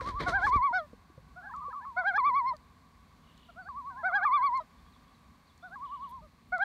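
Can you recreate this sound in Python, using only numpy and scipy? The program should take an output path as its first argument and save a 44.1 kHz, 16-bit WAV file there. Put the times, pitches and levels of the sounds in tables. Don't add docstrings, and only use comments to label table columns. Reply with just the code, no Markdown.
import sys
import numpy as np
from scipy import signal
from scipy.fft import rfft, irfft
from scipy.io import wavfile
from scipy.ndimage import map_coordinates

SR = 44100
rng = np.random.default_rng(int(sys.argv[2]) if len(sys.argv) > 2 else 0)


def log_audio(samples):
    frames = np.atleast_2d(samples).T
    limited = np.clip(frames, -1, 1)
    pcm = np.round(limited * 32767).astype(np.int16)
    wavfile.write(sys.argv[1], SR, pcm)


N = 292824
TIME = np.arange(N) / SR


def undb(db):
    return 10 ** (np.asarray(db) / 20)


def gain_at(hz, points):
    at, db = np.transpose(points)
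    return undb(np.interp(np.log(hz + 1), np.log(at), db))


def noise(points, size=N):
    hz = np.arange(size // 2 + 1) * SR / size
    below = np.minimum(hz / points[0][0], 1) ** 2
    white = rng.standard_normal(size)
    x = irfft(rfft(white) * gain_at(hz, points) * below, size)
    return x / x.std()


def walk(rate, size=N):
    place = np.arange(size) * rate / SR
    return map_coordinates(rng.standard_normal(size // 8 + 4), [place], order=3, mode="mirror")


def add(out, s, x):
    i = max(int(s * SR), 0)
    out[i:i + len(x)] += x[:max(N - i, 0)]


# pitch_hz, relative level_db
AIR_COLOUR = [(25, -14), (38, -8), (58, 2), (85, -1), (125, -10.5), (165, -2), (195, -8), (240, -4.5),
              (330, -18.5), (600, -22), (900, -21.5), (1150, -17.5), (1400, -26), (2200, -23.5),
              (2900, -31.5), (4400, -27.5), (5000, -34.5), (9500, -40), (10500, -44), (12000, -40.5),
              (15500, -47.5)]
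AIR_DB = -59


def air(sway_db, low_db, low_sway_db, drift_db=0.5):
    hush = noise(AIR_COLOUR) * undb(AIR_DB)
    low = signal.sosfiltfilt(signal.butter(2, 400, fs=SR, output="sos"), hush)
    treble = (hush - low) * undb(sway_db * walk(3.81))
    bass = low * undb(low_db + low_sway_db * walk(8.3) + drift_db * walk(2))
    return treble + bass


# start_s, note_length_s, start_hz, end_hz, relative level_db, notes in the run
BIRD_NOTES = [(3.232, 0.018, 4300, 2830, -64.5, 12), (3.608, 0.065, 4620, 4500, -74, 1),
              (4.78, 0.027, 3300, 3600, -76, 1), (4.851, 0.034, 3300, 3556, -77, 1),
              (4.915, .055, 4700, 3080, -71, 1), (5.07, .025, 3200, 3460, -74, 1),
              (5.134, 0.0241, 4730, 3690, -71.5, 1), (5.463, .055, 4750, 3070, -70.5, 1),
              (5.62, .03, 3200, 3530, -67, 1), (5.678, 0.023, 4900, 3700, -71, 1),
              (5.846, .024, 4400, 2950, -64, 5), (5.995, .03, 4800, 3050, -68, 5)]
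TRILL_PERIOD_S = .0268


def songbirds(level_db, scatter_db, uneven_db=2.2, settle_db=8):
    out = np.zeros(N)
    for s, length, start_hz, end_hz, db, count in BIRD_NOTES:
        size = int(length * SR)
        left = np.linspace(1, 0, size)
        for k in range(int(round(count))):
            detune, loud, late = rng.standard_normal(3)
            hz = (end_hz + (start_hz - end_hz) * left ** 1.8) * (1 + .04 * detune)
            whistle = np.sin(2 * np.pi * np.cumsum(hz) / SR)
            run_swell = np.sin(np.pi * (k + 1) / (count + 1)) ** .5
            level = undb(db + uneven_db * loud - settle_db * left * (count > 1))
            note = run_swell * level * signal.windows.tukey(size, .4) * whistle
            add(out, s + k * TRILL_PERIOD_S + 0.0018 * late, note)
    trees = rng.standard_normal(SR // 2) * undb(-60 * TIME[:SR // 2] / 0.29)
    trees /= np.sqrt(np.sum(trees ** 2))
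    smear = undb(scatter_db) * signal.fftconvolve(out, trees)[:N]
    return undb(level_db) * (out + smear)


# start_s, level_db before the swell and grain
SCRATCHES = [(6.075, -72.5), (6.47, -83)]


def scratches(length_s=.05, grain_db=5):
    out, size = np.zeros(N), int(length_s * SR)
    for s, db in SCRATCHES:
        hiss = noise([(6000, -14), (10000, -8), (12000, -2), (16000, -17)], size)
        grains = hiss * undb(grain_db * walk(250, size))
        add(out, s, undb(db) * np.hanning(size) * grains)
    return out


# start_s, relative level_db
SNAP_LEVELS = [(.009, -31), (.203, -28), (.468, -28)]
# start_s, relative level_db
TICK_LEVELS = [(1.5634, -47), (2.5667, -44.5), (3.3773, -47), (4.5746, -44), (5.5778, -47.5),
               (6.5815, -43.5)]
# pitch_hz, relative level_db
TICK_SPECTRUM = [(3000, -24), (4400, 5), (5500, -6), (7300, -3.5), (8500, -17.5), (10000, -15.5),
                 (13000, -45)]


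def clicks(table, colour, t60_s):
    out, t = np.zeros(N), TIME[:SR // 10]
    for s, db in table:
        add(out, s, undb(db - 60 * t / t60_s) * noise(colour, len(t)) / 2)
    return out


# start_s, level_db before the onset, pitch_hz, ring_t60_s
KNOCK_MODES = [(.016, -33.5, 522, 0.051), (0.142, -29, 48.7, 0.12), (.203, -29, 186, 0.038),
               (0.53, -41, 430, 0.058), (.559, -22, 60.8, 0.066), (0.557, -27, 266, 0.024),
               (0.709, -39, 255, 0.024), (0.932, -41, 466, .035), (0.932, -35, 240, 0.023),
               (1.099, -47.5, 330, .04), (1.176, -42.5, 130.3, 0.062), (1.178, -45, 525, 0.051),
               (1.682, -43, 510, 0.06), (2.179, -48.5, 478, 0.095), (2.265, -49, 327, .1),
               (2.291, -46.5, 497, 0.082)]


def knocks(contact_s=0.00074, dull_db=-11):
    out, t = np.zeros(N), TIME[:SR // 4]
    for s, db, hz, t60 in KNOCK_MODES:
        thud = noise([(80, 20.5), (500, -9.5), (900, -37), (3000, -40.5), (8000, -43)], len(t))
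        ring = np.sin(2 * np.pi * hz * t) + undb(dull_db) * thud
        onset = 1 - np.exp(-t / contact_s)
        add(out, s, undb(db - 60 * t / t60) * onset * ring)
    return out


# start_s, length_s, relative rubbing level_db, relative hiss level_db
RUBS = [(0, .045, -53, -75), (.045, .075, -48.5, -72.5), (.12, .07, -58, -83), (.188, .062, -42, -73),
        (.25, .075, -45, -67.5), (.33, .075, -51, -79), (.41, .085, -49.5, -67), (.51, .055, -51, -73)]
# pitch_hz, relative level_db
RUB_SPECTRUM = [(120, 0.5), (220, -0.5), (500, -3.5), (800, -11.5), (1300, -9.5), (2100, -9), (2750, -24),
                (3300, -16.5), (4300, -14.5), (6000, -47), (11000, -51.5)]
HISS_SPECTRUM = [(1000, -23.5), (2800, -13), (4300, 4), (5600, 3.5), (7500, -6.5), (9500, -7),
                 (10400, -21.5), (12500, -19), (16000, -31.5)]
RUMBLE_SPECTRUM = [(18, -15.5), (35, 10), (60, 22.5), (120, 10.5), (200, -20), (350, -53)]
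RUB_ATTACK_S, RUB_RELEASE_S = .02, .012
RUMBLE_END_S, RUMBLE_RELEASE_S = .59, .014


def rustle(rub_db, hiss_db, rumble_db, grain_db):
    rub, hiss = np.zeros(N), np.zeros(N)
    for s, length, stroke_db, stroke_hiss_db in RUBS:
        attack = np.clip((TIME - s) / RUB_ATTACK_S, 0, 1)
        stroke = attack * np.exp(-np.maximum(TIME - s - length, 0) / RUB_RELEASE_S)
        rub = np.hypot(rub, undb(stroke_db) * stroke)
        hiss = np.hypot(hiss, undb(stroke_hiss_db) * stroke)
    rumble = np.exp(-np.maximum(TIME - RUMBLE_END_S, 0) / RUMBLE_RELEASE_S)
    grain = undb(grain_db * walk(260) + 3.3 * walk(45))
    scrape = undb(rub_db) * rub * noise(RUB_SPECTRUM)
    scrape += undb(hiss_db) * hiss * noise(HISS_SPECTRUM)
    return grain * scrape + undb(rumble_db) * rumble * noise(RUMBLE_SPECTRUM)


def hillside(x, wash_db, t60_s, build_s):
    t = TIME[:3 * SR]
    returns = noise([(300, -15.5), (700, -1.5), (1150, -0.5), (1600, -6.5), (3000, -15.5), (8000, -29)], len(t))
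    returns *= (1 - np.exp(-t / build_s)) * undb(-60 * t / t60_s)
    returns /= np.sqrt(np.sum(returns ** 2))
    return undb(wash_db) * signal.fftconvolve(x, returns)[:N]


WARM_UP_S, COLD_SHARE = .129, .327
TIRING_S, TIRED_SHARE = .361, .341
TIRING_MOST = .65
TIRED_SLOWING = 2.26
PUSH_LEAD_S, PUSH_SHAPE = .0025, .55
BREAK_S, BREAK_RISE, BREAK_DIP_DB, BREAK_DULL_DB = .009, .055, 7, 9
WAVER_SWING, CREST_SHAPE = .212, .88
LOW_PITCH_SHARE = .729
LOW_PITCH_SAG, HIGH_PITCH_SAG = .441, .277
LOW_EFFORT_DB, HIGH_EFFORT_DB = 17, 25
TROUGH_DULL_DB, COLD_DULL_DB = 11, 10
YELP_BRIGHT_DB = 13
SIGH_SINK, SIGH_FADE_DB = .06, 18


def tremolo(t, high, start, up, end, sigh_s, crest_s, rate, pitch_hz, dip_db):
    held = np.minimum(t, end)
    tiring_s = min(TIRING_S, TIRING_MOST * (end - start))
    cold = np.exp(-(held - start) / WARM_UP_S)
    tired = np.maximum(1 - (end - held) / tiring_s, 0) ** 2
    slack = COLD_SHARE * cold + TIRED_SHARE * tired
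    strain = np.exp(-np.abs(t - up) / BREAK_S)
    sigh = (t - held) / sigh_s

    wavers = rate * (held - crest_s) - TIRED_SLOWING * tiring_s * tired / 2
    crest = np.abs(np.cos(np.pi * wavers)) ** (2 * CREST_SHAPE)
    push = np.abs(np.cos(np.pi * (wavers + rate * PUSH_LEAD_S))) ** (2 * PUSH_SHAPE)

    if high:
        share, sag, effort_db = 1, HIGH_PITCH_SAG, HIGH_EFFORT_DB
    else:
        share, sag, effort_db = LOW_PITCH_SHARE, LOW_PITCH_SAG, LOW_EFFORT_DB
    swing = WAVER_SWING * crest * (1 - slack)
    hz = pitch_hz * share * (1 + swing - sag * slack + BREAK_RISE * strain - SIGH_SINK * sigh)
    level_db = -effort_db * slack - dip_db * (1 - push) - SIGH_FADE_DB * sigh
    level_db -= BREAK_DIP_DB * strain * (not high)
    bright_db = -TROUGH_DULL_DB * (1 - crest) - COLD_DULL_DB * cold - BREAK_DULL_DB * strain
    bright_db += YELP_BRIGHT_DB * tired * crest * (not high)
    return hz, level_db, bright_db, wavers


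# pitch_hz, relative level_db
LOW_REGISTER = [(600, 3.5), (720, 0), (830, -5.5), (1300, -1.5), (1600, 3), (1950, -20), (2200, -12),
                (2550, -42), (2900, -50.5), (3300, -15.5), (3650, -33), (4100, -21.5), (4800, -37.5),
                (5200, -36), (6000, -44.5), (7500, -66.5)]
HIGH_REGISTER = [(900, 1), (1300, 1.5), (1850, -35), (2150, -14.5), (2350, -17), (2850, -56), (3200, -43),
                 (3500, -26), (3800, -44), (4300, -25), (4750, -49), (5300, -43), (6500, -76.5)]
SHIMMER_DB = .22


def loon_note(t, high, pitch_hz, level_db, bright_db, wavers, overtone_db, rasp_db, jitter=.0045,
              flutter_db=4.5, low_fundamental_db=-2.2, rasp_s=0.0023, attack_s=0.01, release_s=.005,
              edge_s=.003):
    hz = pitch_hz * (1 + jitter * walk(500, len(t)))
    phase = 2 * np.pi * np.cumsum(hz) / SR
    k = np.arange(1, 10)[:, None]
    upper_db = bright_db + flutter_db * np.array([walk(59.4, len(t)) for _ in k])
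    colour_db = overtone_db * (k > (1 if high else 2)) + upper_db * (k > (2 if high else 3))
    colour_db = colour_db + low_fundamental_db * (k == 1) * (not high)
    partials = gain_at(k * hz, HIGH_REGISTER if high else LOW_REGISTER) * undb(colour_db)
    partials /= np.sqrt(np.sum(partials ** 2, axis=0) / 2)
    tone = np.sum(partials * np.sin(k * phase), axis=0)

    troughs = t[1:][np.diff(np.round(wavers)) > 0]
    breaks = t[:1] if high else troughs + .002
    unsteady = np.exp(-((t - breaks[:, None]) / rasp_s) ** 2 / 2).sum(axis=0)
    rasp = noise([(450, -22), (800, 3), (1100, 12), (1600, 1), (2300, -10.5), (2800, -33.5),
                  (4200, -25.5), (7000, -51)], len(t))
    rasp_gain = undb(rasp_db - 2.4 * high) * unsteady + undb(-33)
    voice = tone * (1 - 0.72 * unsteady * (not high)) + rasp * rasp_gain

    fade_in = (t - t[0]) / (edge_s if high else attack_s)
    edges = np.clip(np.minimum(fade_in, (t[-1] - t) / release_s), 0, 1)
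    return voice * edges * undb(level_db + SHIMMER_DB * walk(220, len(t)))


# start_s, break_up_s,
# drop_back_s, end_s, sigh_length_s, crest_s (time of one crest), wavers per s before tiring,
# pitch_hz (high register, before waver and effort), level_db (high register, at full effort),
# overtones_db (on top of the throat colour)
HIGHER_LOON_CALLS = [ (1.41, 1.538, 1.69, 1.69, .005, 1.538, 11.3, 1110, -36, -20),
                     (1.7, 1.729, 1.79, 1.79, .005, 1.735, 10.5, 1145, -34, -20),
                     (1.8, 1.851, 1.875, 1.875, .005, 1.847, 9.5, 1150, -36, -20),
                     (3.9, 4.093, 4.335, 4.46, .02, 4.094, 10.64, 1055, -37, -20)]
FAR_LOON_CALLS = [ (-.25, -.1, .445, .445, .02, .085, 10.5, 981, -34, -21),
                  (1.357, 1.495, 2.035, 2.035, .02, 1.579, 10.28, 970, -38, -21),
                  (3.487, 3.515, 3.515, 3.515, .006, 3.49, 10.5, 940, -40.5, -21),
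                  (3.556, 3.688, 4.045, 4.045, .02, 3.691, 10.7, 982, -36.6, -21),
                  (5.624, 5.757, 6.212, 6.212, .008, 5.842, 10.55, 980, -37.1, -21),
                  (6.216, 6.272, 6.272, 6.272, .008, 6.255, 4, 835, -47, -21)]
NEAR_LOON_CALLS = [ (.262, .467, .726, .815, .05, .4545, 10.6, 989, -20.9, -3),
                   (1.964, 2.179, 2.532, 2.532, .03, 2.177, 10.6, 989, -21.4, -0.5),
                   (4.03, 4.251, 4.602, 4.602, .027, 4.254, 10.66, 997, -21, -2),
                   (6.521, 6.73, 7.08, 7.08, .03, 6.724, 10.8, 992, -21.4, -2)]


def loon(calls, low_db, low_dip_db, high_dip_db, rasp_db, overlap_s=.0015):
    out = np.zeros(N)
    for start, up, down, end, sigh_s, crest_s, rate, pitch_hz, db, overtone_db in calls:
        stretches = (start, up, False), (up, down, True), (down, end + sigh_s, False)
        for begin, stop, high in stretches:
            t = TIME[(TIME > begin - overlap_s) & (TIME < stop + overlap_s)]
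            if stop > begin and len(t) > 1:
                dip_db = high_dip_db if high else low_dip_db
                shape = tremolo(t, high, start, up, end, sigh_s, crest_s, rate, pitch_hz, dip_db)
                note = loon_note(t, high, *shape, overtone_db, rasp_db)
                add(out, t[0], undb(db if high else db + low_db) * note)
    return out


def scene():
    background = air(sway_db=0.5, low_db=-1.1, low_sway_db=1.6)
    background += songbirds(level_db=1.5, scatter_db=-0.5)

    close = scratches() + clicks(TICK_LEVELS, TICK_SPECTRUM, t60_s=0.01)
    snap_colour = [(400, 0), (1500, 20), (2200, 10), (2800, -11), (4500, -5), (9000, -27.5), (12000, -54)]
    close += clicks(SNAP_LEVELS, snap_colour, t60_s=0.045)
    close += knocks() + rustle(rub_db=1.5, hiss_db=9.0, rumble_db=-46, grain_db=2.0)

    loons = loon(HIGHER_LOON_CALLS, low_db=-8.3, low_dip_db=11, high_dip_db=17, rasp_db=-4.5)
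    loons += loon(FAR_LOON_CALLS, low_db=-3.6, low_dip_db=18, high_dip_db=12, rasp_db=-6.5)
    loons += loon(NEAR_LOON_CALLS, low_db=-1.3, low_dip_db=14.5, high_dip_db=8, rasp_db=-5)
    bank = hillside(loons, wash_db=-36.5, t60_s=0.075, build_s=0.0088)
    slope = hillside(loons, wash_db=-48.5, t60_s=9.7, build_s=0.1)
    return (background + close + loons + bank + slope)[None]


def record(dry):
    lean = signal.sosfilt(signal.butter(4, 33, "highpass", fs=SR, output="sos"), dry)
    return signal.sosfilt(signal.ellip(10, .2, 70, 15700, fs=SR, output="sos"), lean)


dry = scene()
out = record(dry)
log_audio(out)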